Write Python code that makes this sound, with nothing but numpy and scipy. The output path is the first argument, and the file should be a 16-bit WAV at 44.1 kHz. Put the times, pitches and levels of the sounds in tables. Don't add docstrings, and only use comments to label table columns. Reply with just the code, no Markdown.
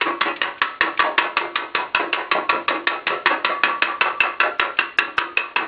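import sys
import numpy as np
from scipy import signal
from scipy.fft import rfft, irfft
from scipy.io import wavfile
from scipy.ndimage import uniform_filter1d

SR = 44100
rng = np.random.default_rng(int(sys.argv[2]) if len(sys.argv) > 2 else 0)


def level_to_linear(level):
    exponent = np.asarray(level, float) / 20
    return 10 ** exponent


def digitize_waveform(pressure):
    field = np.atleast_2d(pressure).T
    bounded = np.clip(field, -1, 1)
    quanta = np.round(bounded * 32767).astype(np.int16)
    wavfile.write(sys.argv[1], SR, quanta)


N = 250047

# start in seconds, level of the dent's lower, middle and upper note in dB.
PECKS = [(0.0118, -32.5, -6.5, -5.5), (0.2096, -13.5, -5.5, -10), (0.4159, -20, -3, -9),
         (0.6164, -1, -3.5, -12), (0.8092, -2.5, 0.5, -12), (0.993, 0, -6.5, -41), (1.1794, -18, -3.5, -21),
         (1.3687, -5, -8, -30.5), (1.556, -7.5, -16, -8.5), (1.7493, -6, -10, -28.5),
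         (1.9476, -6.5, -3, -4), (2.129, -10, -16, -7), (2.3141, -3, -12, -12), (2.4929, -6, -16.5, -7.5),
         (2.6809, -3, -19.5, -9.5), (2.8709, -12, -1.5, -16), (3.0686, -23, -24, -11),
         (3.259, -15, -20, -26), (3.4463, -4.5, -8.5, -12), (3.635, -32.5, -0.5, -8.5),
         (3.8215, -5, -3.5, -6.5), (4.0102, -5, -1.5, -7), (4.2044, -26.5, -2, -1), (4.402, -5.5, -2, -4),
         (4.596, -6, -7, -9), (4.7888, -7, -1, -2), (4.9863, -8, 4, -1), (5.1807, -3, -0.5, -9.5),
         (5.372, -23, -10, -2), (5.5607, -5.5, -7.5, -6)]
# start in seconds, level in dB, brightness in dB,
# note left singing in Hz.
ROCKS = [(0.056, -11.5, 1, 1116), (0.253, -12.5, 0.1, 920), (0.435, -21.5, 3, 1520), (0.639, -33, 6, 1302),
         (0.835, -16.5, 1, 1110), (1.039, -14, -1, 925), (1.215, -17, 0, 985), (1.401, -19.5, -3.5, 1133),
         (1.579, -26.5, -3, 1280), (1.776, -17, -1.5, 990), (1.994, -11.5, -1.5, 960),
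         (2.167, -16, -0.5, 1010), (2.35, -13, -2.5, 1049), (2.525, -13, -2.5, 998),
         (2.706, -15, -1.7, 1164), (2.902, -18.5, -2, 1315), (3.099, -14.5, -3.5, 1328),
         (3.3, -10.5, 0.5, 1275), (3.482, -16, -1.5, 1138), (3.669, -17.5, 3.5, 1141),
         (3.866, -18.5, 1.5, 1163), (4.046, -13, 2.5, 1161), (4.236, -15, 3, 1150),
         (4.433, -12.5, -2, 1370), (4.618, -17, 0, 1345), (4.813, -42, 28.5, 1165),
         (5.004, -29.5, -4.7, 1154), (5.201, -33, -8, 1238), (5.395, -36, 2, 1165),
         (5.583, -21, -1.5, 1217)]
# start in seconds, level in dB.
TICKS = [
    (0.3603, -7),
    (0.5788, -15.5),
    (0.973, -2.5),
    (3.4308, -22.5),
    (4.581, -18.5),
    (4.7688, -8),
]
# pitch in Hz, level in dB, time to die by 60 dB in seconds.
SHELL_MODES = [(345.4, -2, 0.22), (406, -15.5, 0.59), (539, -8.5, 0.45), (604.2, -1.5, 0.98),
               (730, -7, 0.16), (941, -4, 0.3), (983, 1, 0.23), (1091, 0, 0.25), (1141.5, -3.5, 0.5),
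               (1229, -9, .8), (1307, -6.5, 0.51), (1361, -2, 0.4), (1518, -5, 0.36), (1662, -7, 0.47),
               (1724, -6, 0.44), (1843, -5.5, 0.2), (1970, -3.5, 0.3), (2100, -7.5, 0.3), (2306, -12, 0.39),
               (2520, -3, 0.19), (2626, -4, 0.14), (2776, -10, 0.17), (2800, -10, 0.2), (3250, -26, 0.2),
               (3450, -28, 0.15), (3950, -31, 0.12)]
# frequency in Hz, level in dB per Hz.
BOARDS = [(60, -58), (180, -34.5), (250, -14.5), (340, -5.5), (700, -1.5), (1000, -3), (1500, -7),
          (2600, -12.5), (4000, -28.5), (5000, -42.5)]
# frequency in Hz, level in dB per Hz.
WASH = [(60, -38), (350, -18), (450, -9.5), (800, -20), (1000, -14), (1500, -8.5), (2700, -9), (3900, -12),
        (4500, -29.5), (5000, -39)]
# frequency in Hz, time to die by 60 dB in seconds.
ROOM_T60 = [(150, 1), (500, 0.3), (1400, 0.31), (3700, 0.29)]
# frequency in Hz, level in dB per Hz.
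HUM = [(24, -13.5), (92, -11), (200, -15), (360, -6), (800, -7), (1200, -10.5), (2600, -6), (4300, -19),
       (5000, -49)]
# time in seconds, splatter in dB, low jolt in dB.
JOLTS = [
    (0.81, -67, -36),
    (0.992, -60.5, -41),
    (1.749, -67, -48),
    (2.681, -52, -43),
    (3.822, -55, -47.5),
    (4.205, -42.5, -36),
    (4.596, -38, -40),
    (4.986, -25.5, -45),
    (5.18, -29, -37),
]
# time in seconds,
# lower, middle and upper note in Hz.
SPOT = [(0.1, 1040, 2100, 2673), (0.415, 1200, 1810, 2844), (0.62, 1095, 1770, 2720),
        (1.0, 1160, 1860, 2590), (1.56, 1190, 1930, 2454), (1.75, 1180, 1600, 2400),
        (1.95, 1060, 1480, 2620), (2.13, 1230, 1530, 2770), (2.5, 1125, 1900, 2520),
        (2.87, 1220, 1810, 2540), (3.26, 1130, 1700, 2570), (3.45, 1150, 2070, 2650),
        (3.63, 1300, 1700, 2590), (4.4, 1330, 1580, 2673), (4.8, 1280, 1600, 2724), (5.0, 1360, 1670, 2713),
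        (5.18, 1270, 1530, 2604), (5.37, 980, 1700, 2598)]
# time in seconds, shell ring in dB, singing in dB,
# upper singing note in Hz, treble of the wash in dB.
FREEDOM = [(0.05, 0.5, -26, 2590, -2), (0.25, 1, -40, 2316, -0.5), (0.801, 1.5, -33.5, 1883, 1),
           (1.1, 3.5, -36, 1980, -2.5), (1.7, 0, -40, 2667, 2), (2.1, 0.5, -35, 2306, 0),
           (2.5, 1, -46, 2284, 0.5), (2.8, 0, -30.5, 2300, 4), (3.1, 3.5, -32.5, 1900, -3),
           (3.4, 2.5, -29, 1673, 1.5), (3.998, 3, -26, 1690, -4), (4.6, 2, -35, 1668, -4.5),
           (4.9, -1, -44, 1668, -1), (5.2, 1, -35, 1623, -1.5), (5.401, 1, -38, 2560, -4)]
# time in seconds, crack in dB, treble dropout before it in dB.
SHARP = [(0.415, -18.5, -4), (0.615, -10, -35), (0.809, 2, -34), (1.559, -14, -2), (1.749, -4, -4),
         (1.947, 0, -8.5), (2.681, -17, -28.5), (2.871, -2, -27), (3.448, -1.5, -7), (3.633, -13, -3),
         (3.82, -26.5, -11.5), (4.987, -12, -43), (5.18, -13, 6), (5.56, -25, -35)]

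BLUNT_CRACK_DB, BLUNT_DROPOUT_DB = -32.5, -6.5
DENT_T60_S, DENT_T60_S_PER_DB = 0.037, -0.0012
ROCK_S, ROCK_S_PER_DB = 0.032, 0.004
BELLY_HZ = 353
HUM_DB, UPPER_SING_DB = -49, -44
SPLATTER_DB, JOLT_DB = -53.5, -55
SMEAR_DB, SMEAR_PER_DROPOUT = -33, 0.31


def unit(x):
    return x / np.sqrt(np.mean(x ** 2))


def colour(x, points):
    hz, db = np.transpose(points)
    filter_hz = np.fft.rfftfreq(2048, 1 / SR) + 1
    log_gain = np.log(level_to_linear(np.interp(np.log(filter_hz), np.log(hz), db)))
    cepstrum = irfft(log_gain)
    cepstrum[1:1024] *= 2
    cepstrum[1025:] = 0
    response = irfft(np.exp(rfft(cepstrum)))
    return signal.fftconvolve(x, response)[:len(x)]


def band_pass(x, order, low_hz, high_hz):
    return signal.sosfilt(signal.butter(order, [low_hz, high_hz], "band", fs=SR, output="sos"), x)


def no_bass(x):
    return signal.sosfilt(signal.butter(2, 170, "high", fs=SR, output="sos"), x)


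def fade(t, t60):
    return np.exp(-np.log(1000) * t / np.maximum(t60, .003))


def flutter(noise, depth_db, size):
    return level_to_linear(depth_db * unit(uniform_filter1d(noise, size=size)))


def add(out, s, x):
    i = max(int(s * SR), 0)
    out[i:i + len(x)] += x[:N - i]


def along(curve, s):
    return [np.interp(s, np.array(curve)[:, 0], col) for col in np.transpose(curve)[1:]]


def pick(table, s, *usual):
    return next((row[1:] for row in table if abs(row[0] - s) < .02), usual)


def hum():
    return level_to_linear(HUM_DB) * unit(colour(rng.standard_normal(N), HUM))


def room(x, wet_db=-14):
    t, response = np.arange(SR // 2) / SR, 0
    hz, t60 = np.transpose(ROOM_T60)
    for centre in 100 * 2. ** np.arange(6):
        band = band_pass(rng.standard_normal(len(t)), 2, centre / np.sqrt(2), centre * np.sqrt(2))
        response = response + band * fade(t, np.interp(np.log(centre), np.log(hz), t60))
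    response = response * (1 - np.exp(-t / 0.0067))
    response = response / np.sqrt(np.sum(response ** 2))
    return x + level_to_linear(wet_db) * signal.fftconvolve(x, response)[:N]


def jolts():
    out, t = np.zeros(N), np.arange(SR // 20) / SR
    burst = np.exp(-np.abs(t - .014) / 0.0019) + 0.089 * (t < .026)
    push = np.sin(np.pi * np.minimum(t / 0.0072, 1)) ** 2
    smear_swell = np.exp(-np.abs(t - .012) / 0.0075)
    for s, *_ in PECKS:
        splatter_db, jolt_db = pick(JOLTS, s, SPLATTER_DB, JOLT_DB)
        smear_db = SMEAR_DB + SMEAR_PER_DROPOUT * pick(SHARP, s, BLUNT_DROPOUT_DB)[-1]
        noise = rng.standard_normal((2, len(t)))
        splatter = colour(noise[0], [(4000, -23.0), (5000, 11.5), (7000, -3.5), (10000, -8), (10500, -40.5)])
        smear = colour(noise[1], [(300, -27.5), (1200, 5.0), (3000, -10), (4500, -19), (4900, -74.0)])
        add(out, s - .012, level_to_linear(splatter_db - 7.5) * burst * unit(splatter))
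        add(out, s, level_to_linear(jolt_db + 3.5) * push)
        add(out, s - .012, level_to_linear(smear_db) * smear_swell * unit(smear))
    return out


def ticks():
    out, t = np.zeros(N), np.arange(SR // 20) / SR
    for s, db in TICKS:
        scratch = colour(rng.standard_normal(len(t)), [(800, -14.5), (2500, 8), (4500, -11.5)])
        add(out, s, level_to_linear(db - 16.5) * (1 - fade(t, 0.017)) * fade(t, 0.062) * unit(scratch))
    return out


def linger(low_t60=0.59, high_t60=0.39):
    out, t = np.zeros(N), np.arange(SR // 4) / SR
    _, sing_db, upper_hz, _ = along(FREEDOM, np.array(ROCKS)[:, 0])
    swell = (1 - np.exp(-t / 0.02)) * fade(np.maximum(t - .16, 0), 0.11)
    for (s, *_, low_hz), low_db, high_hz in zip(ROCKS, sing_db, upper_hz):
        tone = level_to_linear(low_db + 5.5) * fade(t, low_t60) * np.sin(2 * np.pi * low_hz * t)
        tone += level_to_linear(UPPER_SING_DB + 5.5) * fade(t, high_t60) * np.sin(2 * np.pi * high_hz * t)
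        add(out, s, tone * flutter(rng.standard_normal(len(t)), 3.3, 500) * swell)
    return out


def shell(scatter_db, favour_db, split_hz=5):
    hz, db, t60 = np.transpose(SHELL_MODES)[:, :, None]
    t = np.arange(SR // 3) / SR
    chance = rng.standard_normal((favour_db.shape[-1], 3, len(SHELL_MODES)))
    gain = level_to_linear(favour_db + scatter_db * chance[:, :2].T).T * np.sign(chance[:, 2:])
    twin_hz = hz + split_hz * hz / 1000 * rng.uniform(-1.1, 1, hz.shape)
    decay = level_to_linear(db) * fade(t, t60)
    return sum(gain[:, k] @ (decay * np.sin(2 * np.pi * f * t)) for k, f in enumerate([hz, twin_hz]))


def rocking(contacts_hz=750, favour_db=6):
    out, t = np.zeros(N), np.arange(SR // 4) / SR
    driven_hz = np.array([(BELLY_HZ, sing_hz) for *_, sing_hz in ROCKS])
    apart = np.abs(np.array(SHELL_MODES)[:, 0] / driven_hz[:, :, None] - 1).min(axis=1)
    rings = shell(2.5, favour_db * (apart < .02)[:, None].T)
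    for (s, db, bright_db, _), ring in zip(ROCKS, rings):
        length = max(ROCK_S - ROCK_S_PER_DB * (db + 10.5), .015)
        chance = rng.random((3, SR // 4))
        swell = (1 - np.exp(-t / 0.002)) * fade(np.maximum(t - 0.71 * length, 0), 0.2)
        touches = chance[0] < contacts_hz / SR
        hits = touches * level_to_linear(-2.2 * np.log(chance[1])) * np.sign(chance[2] - .5)
        force = unit(hits) + 2.4 * (chance[2] - .5)
        force = swell * colour(force, [(250, -bright_db), (2000, bright_db), (4500, 0.62 * bright_db)])
        boards = colour(force, BOARDS)
        damped_ring = ring * fade(np.arange(len(ring)) / SR, 0.34)
        rung = signal.fftconvolve(force, damped_ring)[:len(t)]
        rung = rung * flutter(chance[1] - .5, 3.2, 350) * fade(np.maximum(t - .2, 0), .05)
        busy = int(length * SR)
        add(out, s - .003, level_to_linear(db - 11.5) * boards / np.std(boards[:busy]))
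        add(out, s - .003, level_to_linear(db - 13.5) * rung / np.std(rung[busy // 2:2 * busy]))
    return no_bass(out)


def pecks():
    out, t = np.zeros(N), np.arange(SR // 4) / SR
    hz = np.array(SHELL_MODES)[:, :1, None]
    times = np.array(PECKS)[:, 0]
    struck_hz = np.array(along(SPOT, times))
    apart = np.abs(hz / struck_hz - 1).min(axis=1, keepdims=True)
    near = np.exp(-(apart / 0.13) ** 2)
    rings = shell(3.5, 2.0 * np.log2(hz / 1200) + 4 * near - 8 * ((hz > 450) & (hz < 900)))
    ring_levels, _, _, trebles = along(FREEDOM, times)
    rise = 1 - np.exp(-t / 0.00084)
    ring_fade = fade(t, 0.94) * fade(np.maximum(t - .2, 0), .05)
    for blow, notes_hz, ring_db, treble_db, ring in zip(PECKS, struck_hz.T, ring_levels, trebles, rings):
        s, low_db, mid_db, top_db = blow
        low_hz, mid_hz, top_hz = notes_hz
        loudest_db = max(low_db, mid_db, top_db)
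        crack_db = pick(SHARP, s, BLUNT_CRACK_DB)[0]
        t60 = DENT_T60_S - DENT_T60_S_PER_DB * min(loudest_db, 0)
        noise = rng.standard_normal((3, len(t)))

        dent = level_to_linear(mid_db + 3.3) * fade(t, 0.38 * t60) * np.sin(2 * np.pi * mid_hz * t)
        dent += level_to_linear(top_db + 1.0) * fade(t, 0.86 * t60) * np.sin(2 * np.pi * top_hz * t)
        dent += level_to_linear(low_db - 4.5) * fade(t, 1.2 * t60) * np.sin(2 * np.pi * low_hz * t)

        crack = unit(band_pass(noise[0], 2, 1900, 4800))
        dent += level_to_linear(crack_db - 14.0) * fade(t, 0.35 * t60) * crack
        dent += level_to_linear(loudest_db + treble_db - 15.5) * fade(t, 0.0047) * crack

        rattle = level_to_linear(5 * np.tanh(unit(uniform_filter1d(noise[2], size=130)) / 1.7))
        wash = [(f, db + treble_db * (f > 3000)) for f, db in WASH]
        dent += level_to_linear(ring_db - 12.5) * fade(t, 0.057) * unit(colour(rattle * noise[1], wash))
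        dent += level_to_linear(ring_db - 36.5) * fade(t, 0.37) * unit(colour(rattle * noise[0], wash))

        add(out, s - .0005, rise * dent)
        add(out, s + 0.01, level_to_linear(-22.0) * rise * dent)
        add(out, s, level_to_linear(ring_db - 35.5) * ring[:len(t)] * flutter(noise[2], 4.35, 260) * ring_fade)
    return out


def scene():
    can = no_bass(pecks()) + rocking()
    return (room(can + linger() + ticks()) + hum())[None]


def roll_off(x):
    return signal.sosfilt(signal.butter(12, 10100, fs=SR, output="sos"), x)


def record(dry):
    t, hush = np.arange(N) / SR, np.ones(N)
    for s, *_ in PECKS:
        hush_db = pick(SHARP, s, BLUNT_DROPOUT_DB)[-1]
        hush[(t > s - .015) & (t < s - .003)] = level_to_linear(min(hush_db, 0))
    hush = uniform_filter1d(hush, size=88)
    lows = signal.sosfiltfilt(signal.butter(2, 900, fs=SR, output="sos"), dry)
    starved = hush * dry + (1 - hush) * lows
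    x = .88 * np.tanh(starved / .88)
    mirror = band_pass(x * np.cos(2 * np.pi * SR / 4 * t), 3, 6200, 6750)
    narrow = signal.sosfilt(signal.ellip(8, .5, 70, 4560, fs=SR, output="sos"), x)
    return roll_off(narrow + level_to_linear(-21.5) * mirror + jolts())


dry = scene()
out = record(dry)
digitize_waveform(out)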